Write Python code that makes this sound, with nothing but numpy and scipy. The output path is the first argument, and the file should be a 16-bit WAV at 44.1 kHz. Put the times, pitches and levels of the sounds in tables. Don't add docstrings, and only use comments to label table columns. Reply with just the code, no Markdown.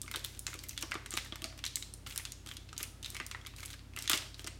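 import sys
import numpy as np
from scipy import signal
from scipy.fft import rfft, irfft, next_fast_len
from scipy.io import wavfile

SR = 44100
rng = np.random.default_rng(int(sys.argv[2]) if len(sys.argv) > 2 else 0)


def generate_wav(sig):
    pcm = np.round(np.clip(np.atleast_2d(sig).T, -1, 1) * 32767).astype(np.int16)
    wavfile.write(sys.argv[1], SR, pcm)


N = 202497

# (frequency [Hz], rms level [dB])
HUM_TONES = [(53.1, -56), (86.6, -57.5), (120.0, -61)]
# (frequency [Hz], relative level [dB])
AIR_COLOUR = [(20, -40), (31, -8), (42, -1), (58, 1.5), (100, 3), (160, -7), (280, -3), (450, -13.5),
              (800, -17.5), (1500, -20), (3000, -22), (6000, -27), (10000, -30.5), (16000, -37.5)]
# (frequency [Hz], gain [dB])
REVERB_COLOUR = [(150, -21.5), (300, -7), (600, 3), (1200, -4.5), (2400, -1), (3600, -4.5), (5000, -1.5),
                 (8000, -6), (11000, -5.5), (16000, -6)]
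# (frequency [Hz], t60 [s])
REVERB_T60 = [(200, 0.42), (1000, 0.54), (3000, 0.38), (6000, 0.6), (10000, 0.31), (16000, 0.4)]
# (typical delay [s], gain [dB])
NEAR_ECHOES = [(.0013, -12.5), (.0052, -10.5), (0.0099, -12.5)]
# (frequency [Hz], gain [dB])
PAPER_COLOUR = [(300, 23.5), (700, 3), (1200, 5), (1700, -0.5), (2400, -1), (3500, 0), (5000, -2.5),
                (7000, 0), (9000, 0), (10500, -3), (12500, -1), (16000, -3)]
# (start [s], end [s], relative level [dB])
FINGER_DRAGS = [(0.11, 0.184, -57), (0.268, 0.386, -58), (0.477, 0.56, -56), (0.583, 0.732, -58),
                (0.805, 0.833, -44.5), (1.108, 1.197, -49), (1.24, 1.28, -54.5), (1.573, 1.598, -51.5),
                (2.058, 2.185, -50.5), (2.467, 2.558, -53.5), (2.783, 2.85, -47), (3.028, 3.174, -54.5),
                (3.55, 3.762, -53), (3.968, 4.06, -48.5), (4.103, 4.161, -36.5), (4.374, 4.428, -55),
                (4.465, 4.485, -46.5)]
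# (typical frequency [Hz], relative level [dB], t60 [s])
POUCH_MODES = [(195, -28, 0.049), (270, -6.5, 0.063), (282.4, -5.5, 0.08), (326.3, 6, 0.023),
               (376, -2, 0.052), (524, -21, 0.0078), (621, -6, 0.028), (760, -12.5, 0.019),
               (1210, -3, 0.051)]
# (time [s], relative level [dB])
POUCH_BUCKLES = [(.04, -51), (.153, -47), (.169, -45), (0.486, -49), (.551, -48), (.833, -40.5),
                 (.954, -37.5), (1.137, -41), (1.174, -43), (1.324, -42.5), (1.422, -46), (1.447, -42.5),
                 (2.07, -60), (2.165, -60), (2.465, -54), (2.809, -46), (3.132, -56), (3.205, -44),
                 (3.972, -54), (4.100, -37), (4.136, -36), (4.149, -41.5), (4.395, -52), (4.446, -46),
                 (4.475, -48.5)]
# (time [s], relative level [dB], strongest facet mode [Hz], top of the snap [Hz])
LARGE_SNAPS = [(0.0166, -36, 8600, 12700), (.079, -42.5, 2130, 5750), (0.1133, -38, 2120, 14200),
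               (.14, -37, 3640, 5530), (0.146, -38, 1680, 2200), (0.1594, -33, 3600, 12400),
               (.1934, -48, 3750, 12800), (0.2423, -43.5, 4480, 8950), (.247, -33, 3580, 13600),
               (0.3926, -38, 9700, 16000), (.4671, -32, 6850, 9350), (.478, -42.5, 2080, 2600),
               (0.5309, -44, 2370, 2620), (.5407, -42.5, 2440, 12000), (0.5902, -43, 4730, 7700),
               (0.6382, -43, 2160, 16000), (0.6864, -44.5, 11650, 16000), (0.693, -37, 5970, 16000),
               (0.777, -35, 3450, 6700), (.812, -48, 9560, 11400), (0.8244, -37.5, 3000, 12900),
               (0.8259, -36, 5640, 6850), (.8315, -43.5, 1090, 2000), (0.9123, -42, 1790, 9100),
               (0.9187, -31.5, 2110, 2740), (0.9413, -39, 1190, 8000), (0.953, -38, 1400, 2830),
               (1.0609, -41, 2000, 8100), (1.107, -39, 8800, 8900), (1.1269, -42.5, 3660, 9000),
               (1.1389, -36, 7300, 8800), (1.17, -38.5, 9400, 16000), (1.174, -28.5, 3680, 7560),
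               (1.3234, -38, 3430, 3560), (1.357, -42.5, 1710, 11800), (1.42, -42, 3250, 12100),
               (1.4422, -33.5, 4660, 8440), (1.6397, -33.5, 3520, 4760), (1.6524, -37, 5860, 10500),
               (1.6638, -33.5, 4020, 7600), (1.7568, -28.5, 7750, 13400), (1.825, -38.5, 4040, 7050),
               (1.9383, -42, 9000, 11400), (2.0641, -43, 3400, 4500), (2.1046, -47.5, 2310, 16000),
               (2.1603, -38, 8700, 12100), (2.1771, -31, 10400, 14700), (2.197, -44, 2300, 3220),
               (2.2524, -37, 3440, 7500), (2.3205, -40, 6660, 9300), (2.462, -46.5, 3280, 9800),
               (2.472, -45, 3320, 10000), (2.4898, -45.5, 3200, 9060), (2.5132, -41, 3230, 3000),
               (2.5686, -41.5, 3530, 8300), (2.729, -44.5, 1380, 6900), (2.7656, -48.5, 3300, 7000),
               (2.779, -35.5, 6800, 16000), (2.802, -45, 2200, 2100), (2.8076, -43, 3360, 5500),
               (2.8294, -34, 9600, 14000), (3.0286, -43.5, 3730, 9000), (3.0456, -38.5, 3850, 6540),
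               (3.06, -38, 3700, 5000), (3.1027, -42, 8900, 15000), (3.147, -43, 8500, 10500),
               (3.152, -42.5, 2270, 2700), (3.1668, -38, 2090, 9800), (3.2005, -34.5, 2020, 3240),
               (3.265, -40.5, 9200, 16000), (3.313, -38.5, 2230, 6800), (3.348, -38.5, 2020, 1750),
               (3.45, -49.5, 2160, 4100), (3.4631, -42.5, 3750, 3580), (3.4689, -43, 2380, 12300),
               (3.6047, -47, 2380, 10200), (3.631, -43.5, 2240, 3020), (3.6586, -40.5, 10700, 15900),
               (3.7032, -46, 3900, 8900), (3.7318, -46.5, 3420, 6000), (3.963, -38.5, 2760, 12700),
               (3.9733, -38.5, 2100, 3570), (3.9885, -38.5, 5740, 10700), (4.0237, -39, 7100, 10000),
               (4.0771, -31.5, 3560, 5600), (4.0968, -23.5, 8500, 16000), (4.101, -29.5, 3550, 4200),
               (4.1167, -28, 3300, 10200), (4.1322, -25, 2940, 5700), (4.1468, -38.5, 6500, 9500),
               (4.158, -39, 3550, 11400), (4.1751, -33.5, 3400, 8950), (4.222, -44.5, 3530, 4300),
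               (4.3441, -46, 4390, 6350), (4.394, -43, 3260, 9000), (4.4439, -43, 5500, 9000),
               (4.472, -38.5, 8400, 8840)]


def from_db(db):
    return 10 ** (np.asarray(db) / 20)


def unit_energy(x):
    return x / np.sqrt(np.sum(x ** 2) + 1e-20)


def at_hz(points, hz):
    f, value = np.transpose(points)
    return np.interp(np.log(np.maximum(hz, 1)), np.log(f), value)


def coloured(x, spectrum):
    size = 2 * next_fast_len(len(x))
    hz = np.arange(size // 2 + 1) * SR / size
    cepstrum = irfft(np.log(from_db(at_hz(spectrum, hz))))
    cepstrum[1:size // 2] *= 2
    cepstrum[size // 2 + 1:] = 0
    return irfft(rfft(x, size) * np.exp(rfft(cepstrum)))[:len(x)]


def butterworth(x, hz, kind, order):
    edge = np.clip(hz, 10, .47 * SR)
    return signal.sosfilt(signal.butter(order, edge, kind, fs=SR, output="sos"), x)


def add(track, s, sound):
    start = int(np.clip(round(s * SR), 0, N - 1))
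    track[start:start + len(sound)] += sound[:N - start]


def chance_moments(start, end, per_s):
    times = start + np.cumsum(rng.exponential(1, size=64)) / per_s
    return times[times < end]


def room_tone(air_rms_db=-57.5):
    t = np.arange(N) / SR
    hum = sum(np.sqrt(2) * from_db(db) * np.sin(2 * np.pi * (hz * t + rng.random()))
              for hz, db in HUM_TONES)
    air = coloured(rng.standard_normal(N), AIR_COLOUR)
    return hum + from_db(air_rms_db) * np.sqrt(N) * unit_energy(air)


def living_room(direct, spread, wet_db=-4.5, build_s=0.00073, delay_scatter=0.27, echo_top_hz=7000):
    t = np.arange(int(.7 * SR)) / SR
    edges_hz = np.geomspace(100, 19000, 10)
    tail = 0
    for low, high in zip(edges_hz, edges_hz[1:]):
        band = butterworth(rng.standard_normal(len(t)), [low, high], "band", order=3)
        t60 = at_hz(REVERB_T60, np.sqrt(low * high))
        tail = tail + band * np.exp(-np.log(1000) * t / t60)
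    tail = unit_energy(tail * (1 - np.exp(-t / build_s)))
    tail = from_db(wet_db) * coloured(tail, REVERB_COLOUR)
    out = direct + signal.oaconvolve(spread, tail)[:N]
    reflected = butterworth(direct, echo_top_hz, "low", order=1)
    for delay, db in NEAR_ECHOES:
        add(out, delay * (1 + delay_scatter * rng.uniform(-1.1, 1)), from_db(db) * reflected)
    return out


def fibre_rustle(per_s=900, spread_db=1.0, grain_s=0.00029, low_hz=1600, top_hz=11000, gain_db=-5.5):
    sizes = from_db(spread_db * np.minimum(rng.exponential(1, N), 4))
    slips = sizes * (rng.random(N) < per_s / SR)
    envelope = signal.lfilter([1], [1, -np.exp(-1 / (grain_s * SR))], slips + 1e-18)
    grains = butterworth(envelope * rng.standard_normal(N), low_hz, "high", order=2)
    grains = coloured(butterworth(grains, top_hz, "low", order=1), PAPER_COLOUR)
    out = np.zeros(N)
    for start, end, db in FINGER_DRAGS:
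        drag = grains[int(start * SR):int(end * SR)]
        drag = drag * signal.windows.tukey(len(drag), .3)
        add(out, start, from_db(db + gain_db) * np.sqrt(len(drag)) * unit_energy(drag))
    return out


def pouch_pops(scatter_db=2.5, detune=0.043, push_s=0.0019, gain_db=24.0):
    out, t = np.zeros(N), np.arange(4096) / SR
    hz, mode_db, t60 = np.array(POUCH_MODES).T[:, :, None]
    push = 1 - np.exp(-t / push_s)
    for s, db in POUCH_BUCKLES:
        weakness, shift, side = rng.standard_normal((3, len(POUCH_MODES), 1))
        fade = from_db(mode_db - scatter_db * weakness) * np.exp(-np.log(1000) * t / t60)
        modes = np.sign(side) * fade * np.sin(2 * np.pi * hz * (1 + detune * shift) * t)
        add(out, s, from_db(db + gain_db) * unit_energy(modes.sum(axis=0) * push))
    return out


def low_edge(s, mode_hz, mid_mode_hz=3340, mid_edge_hz=2055, buckle_edge_hz=1570, reach_s=.02):
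    edge_hz = mid_edge_hz * (mode_hz / mid_mode_hz) ** 0.78
    buckling = any(abs(buckle_s - s) < reach_s for buckle_s, _ in POUCH_BUCKLES)
    return min(edge_hz, buckle_edge_hz) if buckling else edge_hz


def facet(x, low_hz, top_hz, mode_hz, mode_db=4.5):
    mode = signal.iirpeak(min(mode_hz, .45 * SR), Q=9, fs=SR)
    x = x + from_db(mode_db) * signal.lfilter(*mode, x)
    x = butterworth(x, low_hz, "high", order=3)
    x = butterworth(x, top_hz, "low", order=2)
    return unit_energy(coloured(x, PAPER_COLOUR))


def small_creases(mode_hz=2680, idle_top_hz=3160, drag_top_hz=8100, spread_db=1.5, spread_octaves=0.524):
    trigger_db, loss_db, top_share = -38, 12.5, 0.78
    rows = [(s + rng.uniform(.006, .017), db - loss_db, top_share * top_hz)
            for s, db, _, top_hz in LARGE_SNAPS if db > trigger_db]
    idle_db, drag_lift_db = -54.5, 3.5
    rows += [(s, idle_db, idle_top_hz) for s in chance_moments(0, N / SR, per_s=4)]
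    for start, end, db in FINGER_DRAGS:
        rows += [(s, db + drag_lift_db, drag_top_hz) for s in chance_moments(start, end, per_s=22)]
    scatter = rng.standard_normal((512, 3))
    return [(s, db + spread_db * strength,
             mode_hz * 2 ** (spread_octaves * smallness), top_hz * 2 ** (spread_octaves * speed))
            for (s, db, top_hz), (strength, smallness, speed) in zip(rows, scatter)]


def crease_snaps(creases, crack_db=7.0, ring_s=0.0019, ring_ref_hz=3500, damping_power=0.33,
                 shiver_db=-4.5, shiver_s=0.003, shiver_top_hz=2800, gain_db=23.0, send_db=23.5):
    direct, spread, t = np.zeros(N), np.zeros(N), np.arange(1024) / SR
    crack = signal.unit_impulse(len(t), 2)
    for s, db, low_hz, top_hz, mode_hz in creases:
        ring_noise, shiver_noise = rng.standard_normal((2, len(t)))
        ring = ring_noise * np.exp(-t / ring_s * (mode_hz / ring_ref_hz) ** damping_power)
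        shiver = butterworth(shiver_noise * np.exp(-t / shiver_s), shiver_top_hz, "low", order=1)
        snap = from_db(crack_db) * crack + ring + from_db(shiver_db) * shiver
        polarity = np.sign(shiver_noise[0])
        add(direct, s, from_db(db + gain_db) * polarity * facet(snap, low_hz, top_hz, mode_hz))
        add(spread, s, from_db(db + send_db) * facet(crack, low_hz, top_hz, mode_hz))
    return direct, spread


def crinkle(directions=6):
    creases = [(s, db, low_edge(s, mode_hz), top_hz, mode_hz)
               for s, db, mode_hz, top_hz in list(LARGE_SNAPS) + small_creases()]
    return sum(living_room(*crease_snaps(creases[k::directions])) for k in range(directions))


def scene():
    handling = pouch_pops() + fibre_rustle()
    handling_in_room = living_room(direct=handling, spread=handling)
    return (crinkle() + handling_in_room + room_tone())[None]


def record(dry, cutoff_hz=16000):
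    return signal.sosfilt(signal.ellip(10, .1, 80, cutoff_hz, fs=SR, output="sos"), dry)


dry = scene()
out = record(dry)
generate_wav(out)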